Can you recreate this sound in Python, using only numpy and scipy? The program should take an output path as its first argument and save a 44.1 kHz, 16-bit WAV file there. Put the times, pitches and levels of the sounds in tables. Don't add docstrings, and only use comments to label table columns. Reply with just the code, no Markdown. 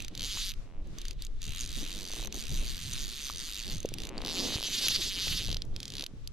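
import sys
import numpy as np
from scipy import signal
from scipy.fft import rfft, irfft
from scipy.io import wavfile
from scipy.ndimage import uniform_filter1d, map_coordinates

SR = 44100
rng = np.random.default_rng(int(sys.argv[2]) if len(sys.argv) > 2 else 0)


def wav_record(signal):
    frames = np.transpose(np.atleast_2d(signal))
    bounded = np.clip(frames, -1, 1)
    quanta = np.round(bounded * 32767).astype(np.int16)
    wavfile.write(sys.argv[1], SR, quanta)


N = 279064

# (time [s], speed [teeth per s])
FISH_RUNS = [
    [(0.2083, 73.9), (0.253, 144.3), (0.2698, 229.5), (0.3455, 193.3), (0.3691, 221.5), (0.3946, 253.7),
     (0.4172, 277.2), (0.4603, 188.1), (0.4814, 188.2), (0.495, 190), (0.505, 150), (0.5182, 104)],
    [(4.2494, 70.9), (4.2897, 125.4), (4.3115, 160.3), (4.4066, 195.1), (4.4346, 231.3), (4.48, 254.2),
     (4.4924, 240.6), (4.5189, 207.0), (4.5515, 278.2), (4.5676, 125.5), (4.58, 163.5), (4.6282, 86.9)],
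    [(4.6371, 136.5), (4.6577, 258.7), (4.6724, 252.4), (4.6917, 188.2), (4.7063, 205.5), (4.7206, 219.2),
     (4.7358, 311.9), (4.7504, 364.0), (4.7699, 351.3), (4.7902, 351.6), (4.8035, 211.7), (4.8162, 314.9),
     (4.8368, 533.1), (4.8617, 515.9), (4.8763, 445.9)],
    [(4.894, 388.8), (4.931, 476.9), (4.9562, 394.2)],
    [(4.964, 300.7), (4.9805, 184.6), (5.0285, 313.2), (5.0446, 311.4), (5.0869, 210.2), (5.1264, 189.2),
     (5.1824, 173.8), (5.199, 170.2), (5.2559, 323.0), (5.2744, 331.0), (5.2996, 299.3), (5.3132, 298.2),
     (5.3383, 254.1), (5.3819, 250.6), (5.4335, 140.4), (5.5284, 69.0)],
    [(5.8803, 38), (5.921, 58), (5.991, 75), (6.021, 72), (6.066, 27)],
]
# (time [s], speed [teeth per s])
HAND_WINDS = [
    [(1.4185, 90.1), (1.5066, 68.6), (1.548, 74.9), (1.6338, 135.4), (1.6756, 56.1), (1.7384, 104.6),
     (1.7552, 122.3), (1.7856, 143.5), (1.7982, 176.7), (1.8641, 66.7), (1.8856, 114.6), (1.9058, 87.6),
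     (1.9893, 103.9), (2.0528, 84.8), (2.2022, 129.1), (2.258, 82.8)],
    [(2.3437, 86.0), (2.4001, 160.4), (2.4243, 85), (2.447, 60), (2.4815, 79.3), (2.581, 141.5),
     (2.6153, 94.6), (2.7185, 138.6), (2.7359, 92.8), (2.8126, 85.5), (2.8297, 147.3), (2.955, 110.3),
     (2.9705, 137.3), (3.006, 145.0), (3.0262, 153.3), (3.0688, 80.9), (3.0907, 107.2), (3.1424, 122.3),
     (3.191, 165.3), (3.2394, 125.2), (3.2543, 145.2), (3.3081, 115.5), (3.36, 77.7), (3.4636, 172.7),
     (3.5245, 92.2), (3.5749, 101.9), (3.593, 126.9), (3.6681, 85.8), (3.6993, 104.5), (3.7154, 143.6),
     (3.7817, 68)],
    [(3.9851, 55.9), (4.0355, 62.4), (4.091, 46.2)],
]
# (time [s], level [dB], tone centre [Hz])
CLICK_TONE = [(0.208, -23, 3800), (0.247, -21.5, 3950), (0.271, -29, 4000), (0.301, -25.5, 3770),
              (0.334, -23, 3900), (0.358, -26.5, 4200), (0.37, -26.5, 3570), (0.397, -24.5, 3850),
              (0.46, -25.5, 3980), (0.493, -24.5, 4100), (0.52, -27.5, 3480), (1.418, -31, 4260),
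              (1.475, -38, 3680), (1.496, -36, 3320), (1.573, -31, 3600), (1.621, -33.5, 4160),
              (1.723, -34, 3830), (1.777, -32, 4400), (1.858, -33.5, 3400), (1.903, -32, 3860),
              (2.067, -34, 4200), (2.097, -32.5, 4150), (2.26, -32, 3530), (2.343, -32.5, 4230),
              (2.564, -33, 3900), (2.6, -37, 3400), (2.66, -31.5, 3600), (2.693, -32, 4020),
              (2.738, -33.5, 4300), (2.909, -34.5, 4060), (2.936, -31, 3600), (3.058, -33, 4200),
              (3.094, -32, 4340), (3.202, -34.5, 3840), (3.295, -30, 4040), (3.328, -35, 4200),
              (3.376, -31, 4330), (3.459, -34.5, 4180), (3.495, -32, 3540), (3.549, -28, 3970),
              (3.627, -33, 4100), (3.705, -31, 4300), (3.785, -37, 3920), (3.984, -29.5, 4150),
              (4.093, -30.5, 3550), (4.25, -19.5, 3850), (4.327, -23.5, 4070), (4.336, -25.5, 4560),
              (4.369, -21.5, 3520), (4.399, -17, 4280), (4.42, -23, 4500), (4.432, -23, 4150),
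              (4.444, -21, 4100), (4.501, -25.5, 3600), (4.54, -21, 3870), (4.555, -20, 4000),
              (4.573, -27, 3270), (4.6, -25.5, 3820), (4.63, -20, 4220), (4.636, -19.5, 4100),
              (4.648, -22, 4040), (4.681, -22.5, 3560), (4.69, -28, 3700), (4.735, -21.5, 3740),
              (4.747, -21, 3900), (4.762, -22, 3400), (4.774, -24, 4370), (4.786, -20, 4030),
              (4.807, -24, 3670), (4.822, -21, 3900), (4.873, -19, 3970), (4.894, -21.5, 4000),
              (4.918, -18.5, 3860), (4.933, -25.5, 4100), (4.955, -15, 4060), (4.972, -22.5, 3800),
              (5.002, -26, 4200), (5.02, -19, 3760), (5.053, -23.5, 3900), (5.08, -20, 4670),
              (5.11, -24, 3400), (5.149, -24.5, 4230), (5.173, -23, 3460), (5.193, -18.5, 3770),
              (5.295, -24.5, 4020), (5.328, -18.5, 3600), (5.337, -22.5, 3630), (5.355, -24, 4000),
              (5.379, -19, 4260), (5.403, -24, 3420), (5.445, -23.5, 4280), (5.484, -24, 3590),
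              (5.53, -18.5, 4040), (5.62, -42, 4070), (5.88, -26, 4700), (5.913, -29, 3780),
              (5.997, -21, 4010), (6.065, -23, 3840)]
# (low [dB], middle [dB], treble [dB])
TONE_BY_DIRECTION = [(-6.5, -13, -12.5), (0.5, -1, -8)]
# (time [s], level [dB], middle over low [dB], treble boost [dB])
LONE_CLICKS = [(0.0024, -31.5, -4, -8), (0.0209, -35, -9, 2), (0.0463, -35, -1, -1),
               (0.0809, -31.5, -8, -2.5), (0.1507, -34, -4, -3), (0.1757, -34.5, -3, -2),
               (0.194, -33.5, -1, -3), (0.537, -44.5, 16, -1), (0.8715, -60, -5, 8),
               (0.9839, -33.5, -5, -2.5), (1.015, -33, -9, -2), (1.0522, -33.5, -19, -2),
               (1.0817, -33.5, 10, 1), (1.1084, -29.5, -9, -6), (1.13, -51, 0, 2), (1.2074, -65, 0, 3),
               (1.221, -31.5, 6, -1), (1.2488, -43, 6, 6), (1.2665, -36.5, 12, -9),
               (2.2714, -30.5, -4, -5.5), (2.3243, -29.5, -9, -8.5), (3.8024, -40, -8, 6),
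               (3.8286, -38, -7, 0), (3.856, -37, -16, 2.5), (3.8878, -33.5, -10, -2),
               (3.9385, -31.5, -8, 5.5), (4.179, -40.5, 40, -19), (4.2165, -35.5, -6, -6),
               (5.544, -28.5, -12, -8.5), (5.5677, -28.5, -7, -8), (5.6194, -29.5, 0, -10.5),
               (5.6504, -68.5, 0, 18), (5.7624, -32.5, -14, -5), (5.8019, -35, -11, 0),
               (5.8295, -33, -8, -2.5), (5.8537, -36, -2, 0), (6.2737, -40.5, 31, 0.5)]
USUAL_CLICK_DB, USUAL_CLICK_HZ = -26, 3900

def gear_teeth():
    times = np.concatenate([beats(rows)[0] for rows in FISH_RUNS + HAND_WINDS])
    tone_s, tone_db, tone_hz = np.transpose(CLICK_TONE)
    db = np.interp(times, tone_s, tone_db)
    tilt_db = 11 * np.log2(np.interp(times, tone_s, tone_hz) / USUAL_CLICK_HZ)
    low_db, middle_db, treble_db = np.array(TONE_BY_DIRECTION)[winding_in(times)].T
    treble_db = treble_db + USUAL_CLICK_DB + .39 * (db - USUAL_CLICK_DB)
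    turning = np.c_[times - .0013, db + low_db - tilt_db, db + middle_db + tilt_db, treble_db]
    times, db, tilt_db, treble_db = np.transpose(LONE_CLICKS)
    creeping = np.c_[times, db - tilt_db / 2, db + tilt_db / 2, db + treble_db]
    clicks = np.vstack([turning, creeping])
    return clicks[np.argsort(clicks[:, 0])]


# (start [s], end [s])
WINDING_TIMES = [(0, .12), (.8, 4.13)]

def winding_in(times):
    return sum((start < times) & (times < end) for start, end in WINDING_TIMES)


def pawl(clicks, chatter_s, chatter_db, gain_db):
    times, *levels = np.transpose(clicks)
    levels = np.array(levels) + gain_db
    low_db, middle_db, treble_db = levels
    winding = winding_in(times)
    starts = np.round((times + .0008) * SR).astype(int)
    frame = frame_rings(starts, levels, winding, chatter_s, chatter_db)
    scratch = band(fade(taps(starts, treble_db - 6), .0021) * stereo_noise(.7), 7100, 12700)
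    crack = band(taps(starts, middle_db + np.where(winding, 11, 9)), 6600, 8800)
    tone_s, _, tone_hz = np.transpose(CLICK_TONE)
    tone_ratio = np.interp(times, tone_s, tone_hz) / USUAL_CLICK_HZ
    ping_hz = USUAL_CLICK_HZ * tone_ratio ** 1.43
    ping_db = (low_db + middle_db) / 2 + np.where(winding, 7.5, 17)
    return frame + scratch + (crack + pings(starts, ping_db, ping_hz)) * amp([[-.9], [.9]])


def pings(starts, db, hz):
    span, out = np.arange(60), np.zeros(N + 60)
    cycles = np.outer(hz, span / SR) - 1.6
    blips = -np.exp(-.5 * (cycles / .56) ** 2) * np.cos(2 * np.pi * cycles)
    np.add.at(out, starts[:, None] + span, amp(db)[:, None] * blips)
    return out[:N]


# (pitch [Hz], level running out [dB],
# level winding in [dB], ring time before the limit below [s], left over right [dB])
FRAME_NOTES = [(2190, -17, -11, 0.0023, 29), (2660, -4, -4.5, 0.0063, -16), (2850, -15, -9, 0.036, -6),
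               (3200, 2.5, -4.5, 0.022, 0), (3810, -4, -1, 0.033, -2.5), (4144, -3.5, -6, 0.048, 3.5),
               (4593, 8, 5.5, 0.0057, -0.5), (5100, -0.5, -27, 0.024, -11), (6174, 7, 5, 0.015, -5),
               (6663, 12.5, 9, 0.005, -1), (7710, -3.5, -9.5, 0.017, -7), (8530, -45, -6, 0.0081, -7),
               (9270, -3.5, -7.5, 0.012, 2.5), (10360, -6.5, -22.5, 0.048, 4),
               (11510, -5.5, -11.5, 0.014, 4.5), (12000, -6, -8.5, 0.01, 6), (13100, -14, -24, 0.0067, -3),
               (14700, -30, -32, 0.0028, 1)]
LONGEST_RING_S = .011

def frame_rings(starts, levels, winding, chatter_s, chatter_db):
    out = np.zeros((2, N))
    noises = rng.standard_normal((2, N))
    for hz, out_db, in_db, ring_s, pan_db in FRAME_NOTES:
        alike = np.clip(1.2 - hz / 14000, 0, 1)
        grit = spread(*np.roll(noises, rng.integers(N), axis=1), alike)
        ring_s = min(ring_s, LONGEST_RING_S)
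        shares = [np.interp(hz, [3000, 4500, 6000], one) for one in np.eye(3)]
        db = np.dot(shares, levels) + np.where(winding, in_db, out_db)
        db += np.interp(hz, [5500, 7500], [2.5, 3.5]) * tooth_drift(len(starts))
        rattle_db = db + chatter_db + 4 * winding
        rattle_db += np.interp(hz, [7000, 9000], [0, 6])
        chatter = fade(taps(starts, rattle_db), chatter_s) * grit
        rough = band(ring(chatter, hz, ring_s), hz / 2.33, hz * 1.4)
        wandering_hz = hz + 80 * tooth_drift(len(starts))
        clean = struck_note(starts, db + 1, wandering_hz, ring_s)
        out += (clean + rough) * amp([[pan_db / 2], [-pan_db / 2]])
    return out


def struck_note(starts, db, hz, ring_s, rise_s=.0005):
    span = np.arange(int(ring_s * SR))
    t, out = span / SR, np.zeros(N + len(span))
    shape = amp(-60 * t / ring_s) * (1 - np.exp(-t / rise_s))
    notes = amp(db)[:, None] * shape * np.sin(2 * np.pi * np.outer(hz, t))
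    np.add.at(out, starts[:, None] + span, notes)
    return out[:N]


# (time [s], low [dB], middle [dB], treble [dB])
GEAR_CATCHES = [(0.49, -33, -38, -33.5), (1.607, -37, -43, -30), (2.9315, -42, -27, -27),
                (3.2644, -32, -35, -36), (4.8822, -10.5, -22, -19), (4.9592, -25, -9, -32),
                (5.2792, -15, -34, -37)]

def gear_catches():
    return pawl(GEAR_CATCHES, chatter_s=.003, chatter_db=-11.5, gain_db=-20.5)


# (frequency [Hz], level [dB])
RUB_TONE = [(710, -23.5), (1200, -9), (1600, -6), (3350, 4.5), (3790, 6.5), (5170, -4.5), (6220, -4.5),
            (8460, -9.5), (12200, -15.5), (13800, -17), (14300, -54)]
HALT_GAP_S, STIR_S = .052, .036

def drag_rub(tooth_times):
    t, gaps = np.arange(N) / SR, np.diff(tooth_times)
    last = np.clip(np.searchsorted(tooth_times, t) - 1, 0, len(gaps) - 1)
    until_next = tooth_times[last + 1] - t
    halted = (gaps[last] > HALT_GAP_S) & (np.abs(until_next - STIR_S / 2) > STIR_S / 2)
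    speed = -np.log2(100 * gaps[last])
    smoothing = int(.045 * SR)
    db = uniform_filter1d(-49.5 + 3.5 * speed + 1.5 * winding_in(t) - 11.5 * halted, smoothing)
    click_db, click_hz = curves(CLICK_TONE)
    db += .45 * (click_db - uniform_filter1d(click_db, SR // 4))
    hiss = coloured(stereo_noise(.85), RUB_TONE)
    dull = signal.sosfiltfilt(signal.butter(2, 6000, fs=SR, output="sos"), hiss)
    hiss = dull + amp(3.5 * uniform_filter1d(speed, smoothing)) * (hiss - dull)
    tilt = np.clip(4.2 * np.log2(click_hz / USUAL_CLICK_HZ), -.9, .9)
    hiss += tilt * (band(hiss, 2760, 3950) - band(hiss, 2300, 4300))
    return amp(db + 1.5 * drift(150) + [[-1.5], [.6]]) * hiss


# (time [s], level [dB])
HULL_SLIPS = [(2.346, -30.5), (4.653, -28), (4.685, -29), (4.812, -29), (4.84, -27), (4.868, -26),
              (4.909, -30), (5.271, -24), (5.486, -28.5), (5.528, -29), (5.563, -30), (5.73, -38),
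              (6.032, -29.5)]
# (time [s], speed [slips per s], level [dB])
HULL_CREAKS = [
    [(.59, 135, -54), (.7, 83, -44.5), (.8, 99, -47), (.86, 62, -67)],
    [(2.072, 33.7, -39), (2.11, 30, -30), (2.29, 40, -32)],
    [(4.04, 89.6, -38), (4.15, 140, -33.5), (4.2, 61.3, -27), (4.4, 74, -31), (4.55, 48.4, -26),
     (4.64, 42, -30)],
]

def hull_creaks():
    slips, edges = np.zeros((2, N))
    for time, db in HULL_SLIPS:
        slips[round(time * SR)] = amp(db)
    for rows in HULL_CREAKS:
        times, rate = beats(rows)
        times += .0012 * rng.standard_normal(len(times))
        creak_s, _, creak_db = np.transpose(rows)
        db = np.interp(times, creak_s, creak_db) + .2 * rng.standard_normal(len(times))
        starts = np.round(times * SR).astype(int)
        slips[starts] = amp(db)
        edges[starts] = amp(db + 1.9 * np.log2(rate / 100))
    t = np.arange(700) / SR
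    hz = 330 + 1100 * np.exp(-t / .00075)
    tick = np.sin(2 * np.pi * np.cumsum(hz) / SR) * (1 - np.exp(-t / .0037)) * np.exp(-t / .0011)
    ticks = signal.fftconvolve(slips, amp(9.5) * tick)[:N]
    snap = amp(15) * band(edges, 1900, 3000)
    panel = amp(-11) * ring(edges, 1050, ring_s=.006)
    return (ticks + snap + panel) * amp([[1.2], [-1.2]])


# (time [s], level [dB], pitch [Hz], rough length [waves])
BUMPS = [(0.352, -49, 1010, 11), (0.372, -36, 1160, 9.1), (3.299, -30, 1210, 12), (3.849, -20, 492, 7.5),
         (3.919, -31, 394, 2.7), (4.556, -25, 114, 2.5), (6.136, -34, 200, 3.9)]

def knocks():
    out = np.zeros(N)
    for time, db, hz, cycles in BUMPS:
        ring_s = .53 * cycles / hz
        blow = taps(round(time * SR), db)
        soft = ring(ring(blow, hz, ring_s), hz, ring_s)
        out += soft * amp(db) / np.abs(soft).max()
    return out


# (time [s], deep level [dB], body level [dB])
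RUMBLE = [(0.0, -39, -52), (0.09, -40, -59.5), (0.12, -48.5, -54.5), (0.6, -36.5, -66),
          (0.65, -44.5, -59.5), (0.88, -38, -57), (0.97, -40.5, -53), (1.16, -35, -62.5),
          (1.53, -38.5, -62), (2.08, -38, -50), (2.4, -41, -53.5), (2.68, -36, -56), (2.84, -46.5, -66),
          (2.98, -35.5, -57.5), (3.19, -45.5, -59.5), (3.33, -38.5, -58.5), (4.02, -42.5, -53),
          (4.44, -45, -40.5), (4.65, -47.5, -51), (5.71, -37.5, -58), (5.87, -50.5, -51.5),
          (6.33, -39.5, -66)]
# (time [s], boost to the low rumble [dB], half length [s])
GUSTS = [(0.36, 9, 0.036), (0.928, 9, 0.041), (1.492, 13, 0.027), (1.72, 7, 0.14), (2.068, 0, 0.038),
         (2.526, 17, 0.062), (2.863, 18.5, 0.076), (3.034, 3, 0.024), (3.756, 15, 0.044), (3.93, 14, 0.092),
         (4.884, 7.5, 0.05), (5.328, 7, 0.24), (5.616, 7.5, 0.29), (5.897, 12, 0.08)]

def wind_and_hull_rumble():
    deep_db, body_db = curves(RUMBLE)
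    t = np.arange(N) / SR
    low_db = -58.5 + sum(db * np.exp(-((t - time) / half_s) ** 2) for time, db, half_s in GUSTS)
    lumps = drift(12)
    deep = amp(deep_db + 2.5 * lumps) * unit(band(stereo_noise(.55), 7, 30))
    low = amp(low_db + 3.2 * lumps) * unit(band(stereo_noise(.8), 55, 150))
    body_gain = amp(body_db + 1.54 * lumps + 2.8 * drift(40))
    body = body_gain * unit(band(band(stereo_noise(.7), 48, 295), 180, 2900))
    return deep + low + body


# (frequency [Hz], level [dB])
AIR_TONE = [(240, -29), (400, -18), (842, -12), (1120, 6), (1420, 2), (6180, -1.5), (10400, -14),
            (12300, -14), (13500, -50)]

def open_air():
    return amp(-66.5 + 3.1 * drift(8.2)) * coloured(stereo_noise(.075), AIR_TONE)


def amp(db):
    return 10 ** (np.asarray(db) / 20)


def unit(x):
    return x / np.sqrt(np.mean(x ** 2) + 1e-20)


def curves(rows):
    times, *columns = np.transpose(rows)
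    return [np.interp(np.arange(N) / SR, times, column) for column in columns]


def beats(rows):
    row_s, rate = np.transpose(rows)[:2]
    t = np.arange(row_s[0], row_s[-1], 1 / SR)
    passed = np.cumsum(np.interp(t, row_s, rate)) / SR
    times = np.interp(np.arange(int(passed[-1] + .3) + 1), passed, t)
    return times, np.interp(times, row_s, rate)


def drift(rate):
    points = rng.standard_normal(int(N / SR * rate) + 3)
    return map_coordinates(points, [np.arange(N) / SR * rate], order=3, mode="nearest")


def tooth_drift(count):
    return unit(signal.lfilter(np.hanning(13), 1, rng.standard_normal(count + 13))[13:])


def taps(starts, db):
    out = np.zeros(N)
    out[starts] = amp(db)
    return out


def fade(spikes, fade_s):
    return signal.lfilter([1], [1, -np.exp(-1 / (fade_s * SR))], spikes + 1e-18)


def ring(x, hz, ring_s):
    decay, step = amp(-60 / (ring_s * SR)), 2 * np.pi * hz / SR
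    return signal.lfilter([0, np.sin(step)], [1, -2 * decay * np.cos(step), decay ** 2], x + 1e-18)


def band(x, low_hz, high_hz):
    return signal.sosfilt(signal.butter(2, [low_hz, high_hz], "band", fs=SR, output="sos"), x)


def spread(mid, side, alike):
    return np.sqrt(1 + alike) * mid + np.sqrt(1 - alike) * side * [[1], [-1]]


def stereo_noise(alike):
    return spread(*rng.standard_normal((2, N)), alike)


def coloured(noise, tone):
    hz, db = np.transpose(tone)
    grid_hz = np.arange(1, N // 2 + 2) * SR / N
    return unit(irfft(rfft(noise) * amp(np.interp(np.log(grid_hz), np.log(hz), db)), N))


def scene():
    clicks = gear_teeth()
    reel = pawl(clicks, chatter_s=.001, chatter_db=-26, gain_db=-6.5)
    reel += gear_catches() + drag_rub(clicks[:, 0])
    return reel + hull_creaks() + knocks() + wind_and_hull_rumble() + open_air()


def record(dry):
    lag_s, cutoff_hz = .00002, 15800
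    hz = np.arange(N // 2 + 1) * SR / N
    delay = np.exp(-2j * np.pi * np.minimum(hz, 5500) * lag_s)
    left = irfft(rfft(dry[0]) * delay, N)
    return signal.sosfilt(signal.cheby2(14, 60, cutoff_hz, fs=SR, output="sos"), [left, dry[1]])


dry = scene()
out = record(dry)
wav_record(out)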